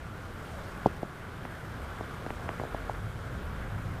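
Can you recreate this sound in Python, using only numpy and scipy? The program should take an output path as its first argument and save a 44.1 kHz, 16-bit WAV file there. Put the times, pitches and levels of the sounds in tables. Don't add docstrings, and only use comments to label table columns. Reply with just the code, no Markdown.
import sys
import numpy as np
from scipy import signal
from scipy.fft import rfft, irfft
from scipy.io import wavfile
from scipy.ndimage import uniform_filter1d

SR = 44100
rng = np.random.default_rng(int(sys.argv[2]) if len(sys.argv) > 2 else 0)


def unload_wav(signal):
    wavfile.write(
        sys.argv[1],
        SR,
        np.round(np.clip(np.atleast_2d(signal).T, -1, 1) * 32767).astype(np.int16),
    )


N = 176400


def undb(db):
    return 10 ** (np.asarray(db) / 20)


def level(x, db):
    return x * undb(db) / np.sqrt(np.mean(x ** 2))


def curve(rows):
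    return undb(np.interp(np.arange(N) / SR, *np.array(rows).T))


def walk(rate_hz):
    hold = int(SR / rate_hz)
    steps = np.repeat(rng.standard_normal(N // hold + 1), hold)
    return 1.3 * uniform_filter1d(uniform_filter1d(steps, hold), hold)[:N]


def cut(x, hz, kind, order):
    return signal.sosfilt(signal.butter(order, hz, kind, fs=SR, output="sos"), x)


def colour(x, points):
    hz, db = np.array(points).T
    bin_hz = np.maximum(np.fft.rfftfreq(N, 1 / SR), 1)
    return irfft(rfft(x) * undb(np.interp(np.log(bin_hz), np.log(hz), db)), N)


def flickering(flicker_db, rate_hz):
    half_octaves = 2 * np.log2(np.maximum(np.fft.rfftfreq(N, 1 / SR), 1) / 10)
    spectrum = rfft(rng.standard_normal(N))
    bands = (irfft(spectrum * np.maximum(1 - abs(half_octaves - k), 0), N) for k in range(24))
    return sum(band * undb(flicker_db * walk(rate_hz)) for band in bands)


def rain(drops_per_s=500, drop_spread_db=3, swell_db=0.5):
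    # (time [s], gain [dB])
    rain_level = [(0, -2.5), (.25, 0.5), (.55, 0.5), (.85, 1.5), (1.0, -0.5), (1.3, -1), (1.55, 0.8),
                  (2.0, 0.85), (2.6, 2.4), (2.9, 1.7), (3.1, 0.3), (4, 1)]
    # (frequency [Hz], gain [dB])
    wash_colour = [(150, 2.5), (250, 1.5), (450, 0.5), (700, -2), (950, -4), (1130, -1.5), (1250, -2.5),
                   (1400, 0), (1650, -3.5), (1850, -9.5), (2150, -10), (2700, -17.6), (3150, -16),
                   (4200, -24), (6000, -30.5), (14000, -38.5)]
    # (frequency [Hz], gain [dB])
    patter_colour = [(400, -9), (1400, 6), (3200, -11), (6000, -25), (14000, -20.5)]
    wash = colour(flickering(flicker_db=1.21, rate_hz=18), wash_colour)
    wash *= undb(swell_db * walk(rate_hz=6.82))
    hits = (rng.random(N) < drops_per_s / SR) * np.sign(rng.standard_normal(N))
    strength = undb(drop_spread_db * np.minimum(rng.exponential(size=N), 4))
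    patter = colour(hits * strength, patter_colour)
    return (level(wash, db=-44) + level(patter, db=-56)) * curve(rain_level)


def leaf_spray():
    # (frequency [Hz], gain [dB])
    hiss_colour = [(1500, -8), (3200, 6.5), (5000, 3.5), (6500, 1.5), (9000, 2), (11500, -3.5),
                   (14000, -2.5)]
    # (time [s], gain [dB])
    hiss_level = [(0, -2.5), (.3, 0.5), (.52, 3.5), (.85, 1), (1.05, -1), (1.3, -2), (1.65, 1), (2.4, 1.5),
                  (3.0, 0.3), (3.5, -2), (4, -2)]
    hiss = colour(flickering(flicker_db=1.6, rate_hz=56), hiss_colour)
    return level(hiss, db=-62.5) * curve(hiss_level)


def wind_rumble():
    # (frequency [Hz], gain [dB])
    wind_colour = [(15, -22), (28, -4), (45, -1.5), (60, -3.5), (82, 1.5), (118, -2), (175, -5.8),
                   (300, -23), (600, -52.5)]
    # (time [s], gain [dB])
    wind_level = [(0, -5.5), (.7, -3), (1.3, -6), (1.85, -2.2), (2.25, -1.7), (2.8, -4), (3.1, 1.5),
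                  (3.6, 2), (3.85, 2.3), (4, 3.3)]
    rumble = colour(flickering(flicker_db=2, rate_hz=10), wind_colour)
    return level(rumble, db=-40) * curve(wind_level)


def gust(peak_s=0.578, swell_s=0.087, peak_hz=610, fall_oct_per_s=4.4, width_hz=130):
    from_peak = np.arange(N) / SR - peak_s
    hz = peak_hz * 2 ** (-fall_oct_per_s * from_peak)
    eddies = cut(rng.standard_normal((2, N)), width_hz / 2, "low", order=2)
    howl = np.real((eddies[0] + 1j * eddies[1]) * np.exp(2j * np.pi * np.cumsum(hz) / SR))
    return level(howl, db=-48) * np.exp(-(from_peak / swell_s) ** 2)


def case_knocks(bass_hz=507, shudder_hz=420, shudder_decay_s=0.015, scuff_hz=3430, scuff_rise_s=0.0015):
    # (time [s], peak [dB], contact cut-off [Hz], bass gain [dB], scuff level [dB], mode pitch [ratio])
    pushes = [(.8580, -6, 960, 3, -48, 1.05), (0.863, -37, 603, -1, -50, 1),
              (0.8667, -18.5, 470, -4, -48, 1.07), (0.8715, -32, 450, -2, -64, .9),
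              (1.0283, -20, 800, 5, -52, 0.95), (1.4511, -29, 3000, 1, -61, 0.96),
              (2.007, -23.5, 1250, 6, -55, 0.95), (2.2627, -24.5, 2400, 10, -55, 0.97),
              (2.3039, -23.5, 2900, 5, -62, 1.03), (2.49, -21.5, 3200, 1, -56, 1),
              (2.5967, -23, 1900, 6.5, -64, 1.15), (2.6122, -25.5, 730, -1, -60, 0.86),
              (2.6344, -22.5, 1200, 0, -54, 0.93), (2.6495, -28.5, 900, 9, -63, 0.85),
              (2.7446, -20.5, 1150, 1, -62, 0.91), (2.8945, -19, 1160, -22, -55, 0.96)]
    # (frequency [Hz], time to fall 60 dB [s], relative level [dB])
    case_modes = [(86, 0.022, -12.5), (247, 0.012, -2), (396, 0.012, -2), (718, 0.011, 1),
                  (943, 0.0091, 1.5), (1390, 0.0026, 4.5), (1950, 0.0046, 1), (2860, .004, -8.5)]
    t, out = np.arange(SR // 10) / SR, np.zeros(N + SR)
    scuff_band = signal.iirpeak(scuff_hz, Q=1 / 0.48, fs=SR)
    scuff_envelope = t / scuff_rise_s * np.exp(1 - t / scuff_rise_s)
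    for start, peak_db, contact_hz, bass_db, scuff_db, pitch in pushes:
        ring = 0
        for k, (hz, t60, mode_db) in enumerate(case_modes):
            decay = np.exp(-np.log(1000) * t / t60)
            ring += (-1) ** k * undb(mode_db) * np.sin(2 * np.pi * hz * pitch * t) * decay
        bass = cut(cut(ring, bass_hz, "low", order=2), bass_hz, "low", order=2)
        upper = cut(cut(ring, bass_hz, "high", order=2), bass_hz, "high", order=2)
        knock = cut(undb(bass_db) * bass + upper, contact_hz, "low", order=6)
        shudder = cut(rng.standard_normal(len(t)), shudder_hz, "low", order=2)
        body = knock / abs(knock).max() + level(shudder, db=-26) * np.exp(-t / shudder_decay_s)
        scuff = signal.lfilter(*scuff_band, rng.standard_normal(len(t)))
        i = int(start * SR)
        out[i:i + len(t)] += undb(peak_db) * body + level(scuff, scuff_db) * scuff_envelope
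    return out[:N]


def wind_drones(waver_hz=2, waver_db=0.92, fade_s=0.052):
    # (start [s], end [s], starting pitch [Hz], glide [Hz/s], level between fades [dB])
    drones = [(2.68, 3.047, 46.4, 0.5, -41), (3.01, 3.121, 109.6, 0, -34.5), (3.109, 3.30, 109.4, 10, -41),
              (3.37, 3.733, 84, -130, -43.5), (3.689, 3.827, 109.8, -190, -37.5),
              (3.802, 3.93, 99.6, 20.5, -40)]
    t, out = np.arange(N) / SR, np.zeros(N)
    for start, end, start_hz, glide, db in drones:
        hz = start_hz + glide * (t - start) + waver_hz * walk(rate_hz=39.9)
        tone = np.sin(2 * np.pi * np.cumsum(hz) / SR) * undb(waver_db * walk(rate_hz=18))
        fade = np.clip(np.minimum(t - start, end - t) / fade_s, 0, 1)
        out += level(tone, db) * fade
    return out


def scene():
    outside = rain() + leaf_spray() + wind_rumble() + gust() + wind_drones()
    return (outside + case_knocks())[None]


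def record(dry):
    return signal.sosfilt(signal.ellip(10, .2, 70, 14400, fs=SR, output="sos"), dry)


dry = scene()
out = record(dry)
unload_wav(out)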